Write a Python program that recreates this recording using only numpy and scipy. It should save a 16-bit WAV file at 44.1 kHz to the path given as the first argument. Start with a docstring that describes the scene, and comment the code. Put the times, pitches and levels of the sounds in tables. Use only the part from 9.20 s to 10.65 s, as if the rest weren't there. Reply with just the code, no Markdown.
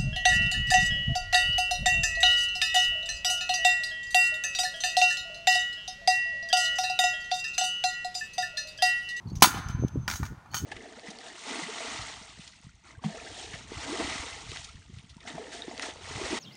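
"""A few faint ticks from a drill rifle's sling and fittings, then its butt hits asphalt with a sharp crack.
The blow rings the wooden stock and rattles the loose steel; house fronts across the street echo it.
One steel part sings on as the rifle swings up, until a hand catches it with a smaller clatter.
A second catch seats the rifle at the shoulder.
All the while, wind buffets the microphone over a quiet outdoor background."""
import sys
import numpy as np
from scipy import signal
from scipy.fft import rfft, irfft
from scipy.io import wavfile
from scipy.ndimage import uniform_filter1d

SR = 44100
rng = np.random.default_rng(int(sys.argv[2]) if len(sys.argv) > 2 else 0)


def transcribe(signal):
    """Save signal, clipped to [-1, 1], as a 16-bit WAV file at the path in sys.argv[1]."""
    frames = np.atleast_2d(signal).T
    limited = np.clip(frames, -1, 1)
    pcm = np.round(limited * 32767).astype(np.int16)
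    wavfile.write(sys.argv[1], SR, pcm)


N = 63945
T = np.arange(N) / SR


def ground_strike():
    """The flat butt plate slaps the asphalt with a low thump, and the fittings slam after it."""
    # the butt's blow, then the fittings': start_s, crack_db, stock_db, steel_db
    strikes = [(.2220, -6.5, -12.5, -18.5), (.2255, -8, -23.5, -7.5), (.2335, -19.5, -39.5, -10),
               (.2425, -20, -5, -22)]
    # tone of the crack on asphalt: pitch_hz, relative_db
    crack_tone = [(60, -10), (190, 2), (330, 4.5), (500, -10.5), (900, 0), (2500, -1), (4200, -1),
                  (6200, -5.5), (8000, -4), (11500, -9), (13500, -9), (15600, -28.5)]
    thump_hz, slap_hz, slap_s = 172.5, 901, 0.0015
    age = T - strikes[0][0]
    thump = undb(-17.5) * fade(age, decay_s=.078) * np.sin(2 * np.pi * thump_hz * age)
    slap_shape = np.exp(-((age - slap_s) / slap_s) ** 2) * (age > 0)
    slap = slap_shape * np.sin(2 * np.pi * slap_hz * age)
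    clatter = blows(strikes, crack_tone, place=0,
                    crack_s=.054, rattle_db=-9.5, rattle_s=.16, jangle_db=-11.5)
    return thump + slap + clatter


def hand_catches():
    """Hands stop the rifle twice, and each time the loose fittings rattle."""
    # the first catch and its rattle: start_s, crack_db, stock_db, steel_db
    catch = [(.8785, -21.5, -18, -29), (.8828, -37, -26, -36.5), (.891, -40, -35.5, -45),
             (.8995, -25.5, -26.5, -30.5), (.912, -24.5, -41.5, -45), (.921, -35, -42, -43),
             (.9255, -43, -41, -33), (.9365, -32.5, -33, -33), (.9561, -33, -38, -30),
             (1.031, -40.5, -24, -39.5), (1.0522, -36, -43, -41.5), (1.063, -40.5, -64, -59)]
    # hands seat the rifle at the shoulder: start_s, crack_db, stock_db, steel_db
    shoulder = [(1.259, -59.5, -39.5, -74), (1.282, -75.5, -50.5, -79), (1.314, -57, -58, -52),
                (1.326, -62.5, -39.5, -51.5), (1.3355, -39.5, -31, -51), (1.3432, -27.5, -23, -24.5),
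                (1.346, -47, -20, -28), (1.356, -45, -48, -61), (1.3665, -35, -26, -29),
                (1.378, -55, -61, -34.5), (1.384, -37, -58, -45)]
    # tone of a hand's smack: pitch_hz, relative_db
    hand_tone = [(120, 6.5), (300, -3), (480, -15), (660, -5), (850, -1), (1700, 4), (2800, -5), (6300, -3),
                 (7600, -12), (10500, -17.5), (12200, -24), (15600, -17)]
    touch = dict(crack_s=.026, rattle_db=-13, rattle_s=.13, jangle_db=-5.5)
    return blows(catch, hand_tone, place=1, **touch) + blows(shoulder, hand_tone, place=2, **touch)


def blows(hits, tone, place, crack_s, rattle_db, rattle_s, jangle_db):
    """Each blow gives a crack, a grainy rattle, the ring of wood and steel, and a jangle."""
    # notes of the wooden stock: pitch_hz, decay_s, strike_db, catch_db, shoulder_db
    stock_notes = [(645, .04, -13, -30, -32), (830, .045, -4, -6, -7), (975, .06, -2, -3, -10),
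                   (1250, .05, -4, -7, -3), (1430, .06, -3, -3, -2), (1780, .035, -10, -6, -14),
                   (2360, .07, -13, -10, -12)]
    # notes of the steel parts: pitch_hz, decay_s, strike_db, catch_db, shoulder_db
    steel_notes = [(3065, .11, -16, -16, -4), (3530, .12, -7, -16, -18), (3930, .13, -12, -12, -18),
                   (4420, .11, -15, -16, -6), (4665, .13, -7, -11, -15), (5650, .11, -9, -11, -10),
                   (6010, .09, -10, -8, -14), (6480, .17, -7, -5, 0), (8796, .1, -10, -18, -15),
                   (10780, .16, -12, -17, -21), (11900, .12, -16, -15, -20), (14550, .1, -22, -22, -23),
                   (15660, .08, -1, -14, -9)]
    # the fittings' many weak notes, blurred into noise: pitch_hz, relative_db
    jangle_tone = [(1500, -23), (3200, -8.5), (4500, -9.5), (6500, 2.5), (7600, -7), (9000, -6),
                   (10000, -17.5), (12200, -8.5), (13500, -12.5), (15600, -7)]
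    crack_power = rattle_power = jangle_power = ringing = 0
    for start_s, crack_db, stock_db, steel_db in hits:
        age = T - start_s
        crack_power += (undb(crack_db) * fade(age, crack_s)) ** 2
        rattle_power += (undb(crack_db + rattle_db) * fade(age, rattle_s)) ** 2
        jangle_power += (undb(steel_db + jangle_db) * fade(age, decay_s=.25)) ** 2
        ringing += undb(stock_db) * ring(age, stock_notes, place)
        ringing += undb(steel_db) * ring(age, steel_notes, place)
    contact = tint(np.sqrt(crack_power) * noise() + np.sqrt(rattle_power) * grit(), tone)
    jangle = tint(np.sqrt(jangle_power) * noise(), jangle_tone)
    return contact + .5 * (ringing + jangle)


def ring(age, notes, place):
    """A struck part rings, each note as four close, beating tones; place picks the level column."""
    spread_hz, scatter_db = 34, 1.0
    sound = np.zeros(N)
    live = (age > 0) & (age < .35)
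    for pitch_hz, decay_s, *levels_db in notes:
        phases = rng.uniform(0, 2 * np.pi, size=(4, 1))
        pitches_hz = pitch_hz + spread_hz * rng.standard_normal(size=(4, 1))
        tones = np.sin(2 * np.pi * pitches_hz * age[live] + phases).sum(0) / 2
        gain = undb(levels_db[place] + scatter_db * rng.standard_normal())
        sound[live] += gain * fade(age[live], decay_s) * tones
    return sound


def sling():
    """The sling and fittings tick lightly as the rifle moves, and the sling's swivels clink."""
    # light ticks: start_s, level_db, length_s
    ticks = [(0.081, -57.5, .008), (0.096, -56, 0.012), (0.153, -45, 0.015), (0.163, -50, 0.021),
             (0.185, -57, .004), (0.198, -47.5, 0.048), (.484, -38.5, 0.0078), (0.505, -59, 0.0073),
             (0.67, -59, 0.016), (0.679, -51, 0.012), (0.851, -70, 0.0069)]
    # tone of the ticks: pitch_hz, relative_db
    tick_tone = [(1000, -20), (2800, -7), (4500, -7.5), (6200, 3.5), (7600, -14), (10000, -17.5),
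                 (15500, -22)]
    # swivel clinks: start_s, level_db, pitch_hz
    clinks = [(0.071, -54.5, 4403), (0.085, -59.5, 4150), (0.1, -50.5, 4460), (0.127, -57.5, 4383),
              (0.125, -53, 6510), (0.162, -48, 5830), (.168, -52, 6710), (1.306, -56.5, 4410),
              (1.324, -46, 4420)]
    clink_decay_s = .08
    tick_level = clinking = 0
    for start_s, level_db, length_s in ticks:
        progress = np.maximum(T - start_s, 0) / length_s
        tick_level += undb(level_db) * progress * np.exp(2 - np.pi * progress)
    for start_s, level_db, pitch_hz in clinks:
        clinking += undb(level_db) * ring(T - start_s, [(pitch_hz, clink_decay_s, 0)], place=0)
    return tint(tick_level * grit(), tick_tone) + clinking


def singing_steel():
    """One steel part rings on after the strike, wavering as the rifle swings."""
    # its loudness as the rifle turns: time_s, level_db
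    loudness = [(.222, -58), (.32, -54), (.42, -60), (.49, -56), (.55, -57), (.58, -66), (.60, -56),
                (.645, -52), (.70, -66), (.75, -66), (.785, -76), (.82, -63), (.878, -69)]
    level_db = np.interp(T, *np.array(loudness).T, left=-200, right=-200) + 1.5 * waver()
    pitch_hz = 6205 + 16 * waver()
    return undb(level_db) * np.sqrt(2) * np.sin(2 * np.pi * np.cumsum(pitch_hz) / SR)


def street_echo(sound):
    """Fences and trees scatter the sound into a fading tail; house fronts send back dull echoes."""
    # bands of the tail: pitch_hz, relative_db, decay_s
    bands = [(200, -4.5, .6), (550, -12, 1.1), (950, -10, 0.89), (1478, 0, 1.2), (1920, -5, 1),
             (3200, -13.5, 1.03), (6000, -14, .6), (9300, -5.5, 0.39), (15000, 0.5, 0.12)]
    # echoes from house fronts: delay_s, level_db
    echoes = [(.117, -27.5), (.148, -27.5), (.27, -34.5)]
    build_s, smear_s, echo_top_hz = .0067, .012, 3000
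    pitches_hz, levels_db, decays_s = np.array(bands).T
    spectrum = rfft(tint(noise(), list(zip(pitches_hz, levels_db))))
    log_hz = np.log(np.maximum(np.fft.rfftfreq(N, 1 / SR), 1))
    tail = 0
    for band, decay_s in zip(np.eye(len(bands)), decays_s):
        share = np.interp(log_hz, np.log(pitches_hz), band)
        tail += irfft(spectrum * share, N) * fade(T, decay_s)
    response = undb(-20.5) * unit(tail * (1 - np.exp(-T / build_s)))
    dull = signal.butter(1, echo_top_hz, fs=SR)
    for delay_s, level_db in echoes:
        smear = noise() * (T > delay_s) * np.exp(-np.abs(T - delay_s) / smear_s)
        response += undb(level_db) * signal.lfilter(*dull, unit(smear))
    return signal.fftconvolve(sound, response / np.sqrt(N))[:N]


def wind():
    """Gusts rumble on the microphone; single swirls of air hit it as short dips in pressure."""
    # loudness of the rumble: time_s, level_db
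    gusts = [(0, -60), (.045, -50.5), (.07, -32.5), (.105, -45.5), (.135, -33), (.175, -41), (.205, -40.5),
             (.31, -46), (.39, -32.5), (.43, -46.5), (.55, -39), (.645, -26.5), (.70, -52), (.735, -38),
             (.775, -25), (.83, -40.5), (.86, -43), (.94, -40), (.98, -55), (1.02, -30.5), (1.085, -47.5),
             (1.115, -34.5), (1.16, -56), (1.25, -64), (1.35, -43.5), (1.39, -53.5), (1.44, -26.5)]
    # tone of the rumble: pitch_hz, relative_db
    rumble_tone = [(20, -32.5), (42, -17.5), (70, 2), (125, 0.5), (200, -9), (300, -20.5), (450, -30.5),
                   (800, -51.5), (2000, -75)]
    # swirls of air: time_s, level_db, half_width_s
    swirls = [(0.061, -29.5, 0.0017), (0.12, -28, .0013), (0.17, -24.5, .0042), (.274, -22, 0.0013),
              (.347, -27, 0.001), (0.393, -34, 0.0012), (0.463, -24.5, 0.0036), (0.501, -22.5, 0.0027),
              (0.55, -17.5, 0.0026), (.597, -21, 0.0019), (.626, -19.5, 0.0011), (.638, -18, 0.00078),
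              (0.6487, -11, 0.0015), (.759, -17, 0.0012), (0.766, -23.5, 0.0017), (0.834, -29, 0.003),
              (0.947, -31.5, 0.0037), (1.002, -23, 0.0017), (1.029, -23.5, 0.0022), (1.104, -29, 0.003),
              (1.123, -31.5, 0.0014), (1.179, -40.5, .003), (1.426, -24.5, 0.0016)]
    rumble = tint(noise(), rumble_tone)
    steady_rumble = rumble / np.sqrt(uniform_filter1d(rumble ** 2, size=1000))
    dips = 0
    for time_s, level_db, half_width_s in swirls:
        bump = 1 / np.cosh(np.clip((T - time_s) / half_width_s, -20, 20))
        dips += undb(level_db) * bump * (1 - 2 * bump ** 2)
    return steady_rumble * undb(np.interp(T, *np.array(gusts).T)) + dips


def distant_town():
    """The town far away blends into a quiet, steady hush."""
    # tone of the hush: pitch_hz, relative_db
    hush_tone = [(30, -9.5), (100, -0.5), (250, -5), (500, -12), (950, -2), (1600, -16), (3000, -22),
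                 (6000, -26.5), (9000, -32.5), (15500, -44.5)]
    return undb(-57.5) * tint(noise(), hush_tone)


def undb(db):
    """Turn decibels into a number to multiply by."""
    return 10 ** (np.asarray(db) / 20)


def unit(x):
    """Scale to an average power of 1."""
    return x / np.sqrt(np.mean(x ** 2))


def noise():
    """Plain white hiss."""
    return rng.standard_normal(N)


def grit(grain_db=4.5):
    """Hiss that breaks up into millisecond grains."""
    return noise() * unit(undb(grain_db * unit(uniform_filter1d(noise(), size=50))))


def waver():
    """Slow random drift, about 1 in size."""
    return unit(uniform_filter1d(uniform_filter1d(noise(), size=700), size=700))


def fade(age, decay_s, rise_s=.00075):
    """Rise quickly at age 0, then fall by 60 dB every decay_s."""
    return np.clip(age / rise_s, 0, 1) * np.exp(-np.log(1000) * np.maximum(age, 0) / decay_s)


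def tint(sound, tone):
    """Shape a sound's lows and highs along (pitch_hz, relative_db) points; white hiss keeps its power."""
    pitches_hz, levels_db = np.array(tone).T
    log_hz = np.log(np.maximum(np.fft.rfftfreq(2 * N, 1 / SR), 1))
    gains = unit(undb(np.interp(log_hz, np.log(pitches_hz), levels_db)))
    # fold the filter forward in time, so nothing sounds before its cause
    folded = irfft(np.log(gains))
    folded[1:N] *= 2
    folded[N + 1:] = 0
    return irfft(rfft(sound, 2 * N) * np.exp(rfft(folded)))[:N]


def scene():
    """The rifle, its echo, the wind and the town, in one channel."""
    rifle = ground_strike() + hand_catches() + sling() + singing_steel()
    return (rifle + street_echo(rifle) + wind() + distant_town())[None]


def record(dry):
    """Round off the loudest peaks, then cut the deepest bass and the highest treble."""
    bass_cut_hz, top_hz = 32, 15850
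    rounded = np.tanh(dry)
    trimmed = signal.lfilter(*signal.butter(2, bass_cut_hz, "high", fs=SR), rounded)
    return signal.sosfilt(signal.ellip(10, .2, 80, top_hz, fs=SR, output="sos"), trimmed)


dry = scene()
out = record(dry)
transcribe(out)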